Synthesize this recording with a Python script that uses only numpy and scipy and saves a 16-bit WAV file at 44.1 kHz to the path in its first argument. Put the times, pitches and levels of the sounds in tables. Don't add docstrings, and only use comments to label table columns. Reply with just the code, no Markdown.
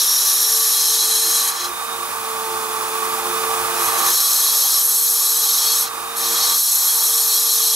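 import sys
import numpy as np
from scipy import signal
from scipy.fft import rfft, irfft
from scipy.io import wavfile
from scipy.ndimage import uniform_filter1d

SR = 44100
rng = np.random.default_rng(int(sys.argv[2]) if len(sys.argv) > 2 else 0)


def amplitude_ratio(level_db):
    exponent = np.asarray(level_db, float) / 20
    return 10 ** exponent


def dump_mix(stems):
    frames = np.atleast_2d(stems).T
    limited = np.clip(frames, -1, 1)
    pcm = np.round(limited * 32767).astype(np.int16)
    wavfile.write(sys.argv[1], SR, pcm)


N = 341768

# start_s, speed_turns_per_s
SHAFT_SPEED = [(0, 229.1), (.8, 223), (1.15, 223), (1.6, 228.5), (1.78, 228.4), (1.93, 230.5), (2.3, 223.1),
               (2.8, 220.5), (3.05, 222.4), (3.8, 225.6), (4.0, 228.4), (4.6, 228.5), (5.0, 226.1),
               (5.5, 226.3), (6.25, 230.9), (6.75, 228.7), (7.05, 226.6), (7.75, 223)]
# start_s, level_db
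RECORDER_GAIN = [(0, -34.5), (.85, -35), (1.42, -31.5), (1.9, -29), (2.4, -27.5), (2.6, -27), (3.0, -26),
                 (3.5, -24), (4.08, -23), (4.17, -32), (4.55, -32), (5.02, -37), (5.58, -33), (5.95, -30),
                 (6.52, -30), (6.61, -39), (6.88, -34), (7.75, -36)]

# pitch_hz, density_db (per Hz)
AIR_SPECTRUM = [(15, -62), (25, -53), (90, -29.5), (284, -21), (400, -14.5), (620, -14.5), (881, -13),
                (1120, -3.5), (1930, -15.5), (3500, -17.5), (7420, -17.5), (10800, -14), (14000, -21),
                (17000, -15)]
# pitch_hz, width_hz, level_db
HOUSING_MODES = [(505, 22, -23.5), (792, 58, -4), (1152, 46, 4.5), (1289, 87, -7), (2460, 93, -9),
                 (11000, 310, -24.5)]
# pitch_hz, level_db
MAINS_HUM = [(59.3, -2), (118.6, -2)]
HUM_DB, HUM_WAVER_DB = -28, 3.5
DRONE_HZ, DRONE_REST_DB, DRONE_EDGE_S = 351.5, -28.5, 0.059
# start_s, length_s, added_db
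DRONE_SPELLS = [
    (.12, 0.68, 4.5),
    (.82, 0.5, 14),
    (1.58, .17, 16),
    (1.96, 0.07, 10),
    (2.44, 1.7, 13),
    (5.96, .12, 13),
    (6.16, 0.22, 16.5),
    (7.15, .12, 9),
    (7.6, .12, 11),
]
ORDER_SPEEDS = [220.5, 223, 225.5, 227, 228.4, 229.4, 230.8]
ORDER_LEVELS_DB = [
    [-8.5, -7, -9, -11.5, -15.5, -14, -7.5],
    [-7, -10, -10, -9.5, -13.5, -10, -13.5],
    [-27, -25, -29, -29, -29.5, -29, -20.5],
    [-27, -28.5, -24, -34.5, -26.5, -25, -21],
    [-14.5, -14, -17.5, -16, -9.5, -14, -2],
]
ORDER_WAVERS_DB = [1.8, 1.6, 1.2, 2, .8]
WHINE_LOADED_DB = -6.5

# start_s, pressure_db, angle (flat - to steep +)
CONTACTS = [
    [(0, -17, -2), (.59, -16, 0), (.96, -17.5, -2.5), (1.05, -18, -2), (1.41, -17.5, -1.5),
     (1.5, -19.5, -0.5), (1.535, -33, -4), (1.62, -30.5, -5.5), (1.7, -38.5, -5)],
    [(3.75, -33, 2), (4.04, -22.5, -0.5), (4.07, -16.5, -0.5), (4.56, -16, -0.5), (4.77, -16, 0.),
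     (4.87, -15, 3.5), (5.72, -18, -2.5), (5.83, -16.5, 1), (5.89, -40, -9.5)],
    [(6.14, -47, 0.), (6.17, -22, 2.5), (6.22, -21, -0.5), (6.434, -18.5, -3.5), (6.55, -17, -1),
     (6.6, -16, 1.5), (7.2, -16, 0.5), (7.45, -16.5, -0.5), (7.75, -17, -1.5)],
]
# centre_s, half_width_s, added_db
BURR_SKIPS = [
    (1.465, 0.0098, -3.5),
    (1.562, .012, 3),
    (1.652, 0.013, 6),
    (3.85, 0.056, 9.5),
    (3.992, 0.016, 5),
]
# pitch_hz, width_hz
STEEL_MODES = [(3132, 16), (3324, 20), (3690, 70), (4000, 50), (4190, 30), (4401, 22), (5200, 120), (5485, 55),
               (5650, 120), (6260, 160), (6500, 120), (6800, 70), (6990, 28), (7500, 90),
               (7835, 50), (8030, 70), (8570, 100), (8830, 30), (9150, 160), (9482, 45), (9900, 72), (10380, 110),
         (10640, 100), (11260, 160), (11700, 260), (12630, 90), (12820, 100), (13560, 90)]
SPOT_TIMES = [
    .25,
    1.15,
    3.75,
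    6.0,
    6.3,
]
# first_start_db, first_end_db, second_db, third_db (by
STEEL_DRIVE = [(-4, 7.5, 3.5, 3.5), (4, 10.7, 9.5, 12), (5, 1, 4, 5), (8, 14.8, 12, 12),
               (3, 13.6, 10.5, 12.5), (-3, 7.3, 14, 15), (0, 2.8, -7, 3), (14, 12, 14, 12.5),
               (18, 5.7, 3, 9.5), (11, 8, 10, 9.5), (1, 11.5, 7, 5), (14, 13, 11, 12.5), (5, 9, 4, 9),
               (6, 3, -12, 2),
               (-3, 5, 13.5, 16.5), (2, 14, 13.5, 2), (5, 13, 3, 12), (7, 15, 7, 8), (2, -1, 12.5, 11.5),
              (4, 20, 13, 15.5), (14, -3, 5, 7), (15.5, 5, -7, -2), (7, 10, 13, 11.5), (17.5, 18.5, 17, 16),
              (4, -1, 14, 13.5), (10, 5, 15.5, 18.5), (14, 10, 15.5, 13), (8, 4, 3, 5)]
# pitch_hz, density_db (per Hz)
SMALL_MODE_SPECTRUM = [(900, -32), (1650, -3.5), (2100, -15.5), (2900, -12.5), (3500, -12.5), (4600, -4.5),
                       (5900, -1.5), (7250, -4), (8500, -3), (11500, 3.5), (13300, -0.5), (14000, -8),
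                       (15000, -6), (17000, -21)]
SMALL_T60_S = .08
BAND_BORDERS = [2900, 4800, 7300]
CONTACT_RUMBLE_DB = [
    -1.5,
    -7.5,
    -6,
]
FULL_BITE_DB, RUMBLE_FOLLOWS = -11, 0.3
LOW_DB, MIDDLE_DB = -9.5, -8
LOW_PER_ANGLE_DB, MIDDLE_PER_ANGLE_DB = -1.9, -1.13
WANDER_DB = 0.57

# pitch_hz, likeness (0-1), left_minus_right_db, left_lead_rad
MOTOR_PORTS = [(100, .98, -.1, 0), (230, 1, -.3, .18), (450, .64, -.5, -.48), (790, .95, -3.9, -.72),
               (1230, .88, -6, -1.2), (1690, .95, -5.5, -1), (2480, .6, -3.5, -1.94), (3450, 1, -5, -1.77),
               (6440, .32, -1, -.96), (9900, 1, .5, -.97), (14500, .45, -3, -.07)]
# pitch_hz, likeness (0-1), left_minus_right_db, left_lead_rad
BURR_PORTS = [(1500, .9, -.5, -.3), (2500, .9, -.9, -.4), (3500, .9, .4, -.05), (4500, .91, 1, -.07),
              (6000, .92, 1, -.05), (8000, .95, .2, .03), (10000, .97, .7, .08), (12000, .92, .3, .15),
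              (13000, .9, 0, .25), (14200, .99, -.2, .1)]
CUTOFF_HZ = 15725


def rms_one(x):
    return x / np.sqrt(np.mean(x ** 2) + 1e-20)


def in_time(rows):
    seconds, *columns = np.transpose(rows)
    return [np.interp(np.arange(N) / SR, seconds, column) for column in columns]


def at_hz(points):
    hz, *columns = np.transpose(points)
    log_bins = np.log(np.fft.rfftfreq(N, 1 / SR) + 1)
    return [np.interp(log_bins, np.log(hz), column) for column in columns]


def drift(rate):
    r = np.exp(-80 * np.pi * rate / SR)
    noise = rng.standard_normal(N // 40 + 2002)
    slow = signal.lfilter([1], [1, -2 * r, r * r], noise)[2000:]
    return np.interp(np.arange(N) / 40, np.arange(len(slow)), rms_one(slow))


def resonance(x, hz, width):
    r = np.exp(-np.pi * width / SR)
    zeros = np.array([1, 0, -1]) * (1 - r * r) / 2
    poles = [1, -2 * r * np.cos(2 * np.pi * hz / SR), r * r]
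    return signal.lfilter(zeros, poles, x)


def coloured(x, spectrum):
    return rms_one(irfft(rfft(x) * amplitude_ratio(at_hz(spectrum)[0]), N))


def contact(rows):
    t = np.arange(N) / SR
    touching = (t >= rows[0][0]) & (t <= rows[-1][0])
    return uniform_filter1d(1. * touching, size=600, mode="nearest")


def spells(rows, edge_s):
    t = np.arange(N) / SR
    total_db = 0
    for start, length, db in rows:
        inside_s = np.minimum(t - start, start + length - t)
        total_db = total_db + db * np.clip(inside_s / edge_s + .5, 0, 1)
    return total_db


def motor(turns, air_db, orders_db):
    hum_db = air_db + HUM_DB + HUM_WAVER_DB * drift(8.5)
    drone_db = air_db + DRONE_REST_DB + spells(DRONE_SPELLS, DRONE_EDGE_S) + 3.6 * drift(6.1)
    white = rng.standard_normal((2, N))
    housing = np.zeros((2, N))
    for k, (hz, width, db) in enumerate(HOUSING_MODES):
        housing += (-1) ** k * amplitude_ratio(db) * resonance(white, hz, width)
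    rush = coloured(rng.standard_normal((2, N)), AIR_SPECTRUM) + amplitude_ratio(-4.0) * rms_one(housing)
    out = amplitude_ratio(air_db + 4.0 + 0.37 * drift(11.4)) * rush
    drone_phase = 2 * np.pi * np.cumsum(DRONE_HZ + 3.44 * drift(4.5)) / SR
    out[0] += amplitude_ratio(drone_db - 0.2) * np.sqrt(2) * np.sin(drone_phase)
    for hz, db in MAINS_HUM:
        level = amplitude_ratio(hum_db + db + 1.0 * drift(3.6))
        out[0] += level * np.sin(2 * np.pi * hz * np.arange(N) / SR)
    for order, db, waver_db in zip([2, 4, 1, 3, 16], orders_db, ORDER_WAVERS_DB):
        level = amplitude_ratio(db + 2.0 + waver_db * drift(4.2))
        out[0] += np.sqrt(2) * level * np.sin(order * turns)
    return out


def cutting_teeth(turns):
    throb = 1 + 0.7 * np.sin(turns) * amplitude_ratio(2 * drift(3))
    return rng.standard_normal((2, N)) * throb * amplitude_ratio(0.27 * drift(29.0))


def casting_modes(teeth):
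    t = np.arange(N) / SR
    modes = np.zeros((2, N))
    for k, ((hz, width), spots_db) in enumerate(zip(STEEL_MODES, STEEL_DRIVE)):
        spot_db = np.interp(t, SPOT_TIMES, np.repeat(spots_db, [1, 1, 2, 1]))
        drive = amplitude_ratio(spot_db + 0.63 * drift(4.6))
        ringing = resonance(resonance(teeth, hz, 4 * width), hz, 1.1 * width)
        modes += (-1) ** k * drive * ringing
    return rms_one(modes)


def small_modes(x):
    length = SR // 4
    response = rng.standard_normal(length) * amplitude_ratio(-60 * np.arange(length) / SR / SMALL_T60_S)
    response[0] = 30
    return coloured(signal.fftconvolve(x, response[None], axes=1)[:, :N], SMALL_MODE_SPECTRUM)


def bands(x):
    below = []
    for hz in BAND_BORDERS:
        below.append(signal.sosfiltfilt(signal.butter(4, hz, fs=SR, output="sos"), x))
    return np.diff([0 * x, *below, x], axis=0)


def burr(turns, gain_db):
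    t = np.arange(N) / SR
    teeth = cutting_teeth(turns)
    parts = bands(casting_modes(teeth) + amplitude_ratio(-2.0) * small_modes(teeth[::-1]))
    parts /= np.sqrt(uniform_filter1d(parts[:, :1] ** 2, size=9000))
    skips_db = sum(db * np.exp(-((t - s) / half) ** 2) for s, half, db in BURR_SKIPS)
    wander_db = WANDER_DB * np.array([drift(1.4), drift(12.0), drift(5.9), 0.26 * drift(6.6)])
    out = np.zeros((2, N))
    for rows, rumble_db in zip(CONTACTS, CONTACT_RUMBLE_DB):
        pressure_db, angle = in_time(rows)
        bite_db = pressure_db + skips_db
        levels_db = wander_db + [
            gain_db + rumble_db + RUMBLE_FOLLOWS * (bite_db - FULL_BITE_DB),
            bite_db + LOW_DB + LOW_PER_ANGLE_DB * angle,
            bite_db + MIDDLE_DB + MIDDLE_PER_ANGLE_DB * angle,
            bite_db]
        out += contact(rows) * np.sum(amplitude_ratio(levels_db)[:, None] * parts, axis=0)
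    return out


def place(pair, table):
    alike, tilt_db, lead = at_hz(table)
    alike = np.clip(alike, 0, 1)
    direct, diffuse = rfft(pair)
    side = np.array([[1], [-1]])
    ports = np.sqrt((1 + alike) / 2) * direct + side * np.sqrt((1 - alike) / 2) * diffuse
    return irfft(ports * amplitude_ratio(side * tilt_db / 2) * np.exp(.5j * side * lead), N)


def scene():
    speed, gain_db = in_time(SHAFT_SPEED)[0], in_time(RECORDER_GAIN)[0]
    turns = 2 * np.pi * np.cumsum(speed) / SR
    orders_db = [gain_db + np.interp(speed, ORDER_SPEEDS, row) for row in ORDER_LEVELS_DB]
    orders_db[-1] = orders_db[-1] + WHINE_LOADED_DB * sum(contact(rows) for rows in CONTACTS)
    motor_sound = place(motor(turns, gain_db, orders_db), MOTOR_PORTS)
    return motor_sound + place(burr(turns, gain_db), BURR_PORTS)


def low_pass(x):
    return signal.sosfilt(signal.butter(12, 16230, fs=SR, output="sos"), x)


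def record(dry):
    top = signal.ellip(12, .5, 60, CUTOFF_HZ, fs=SR, output="sos")
    rounded = 0.9 * np.tanh(dry / 1.04)
    mix = signal.sosfilt(top, rounded)
    return low_pass(mix)


dry = scene()
out = record(dry)
dump_mix(out)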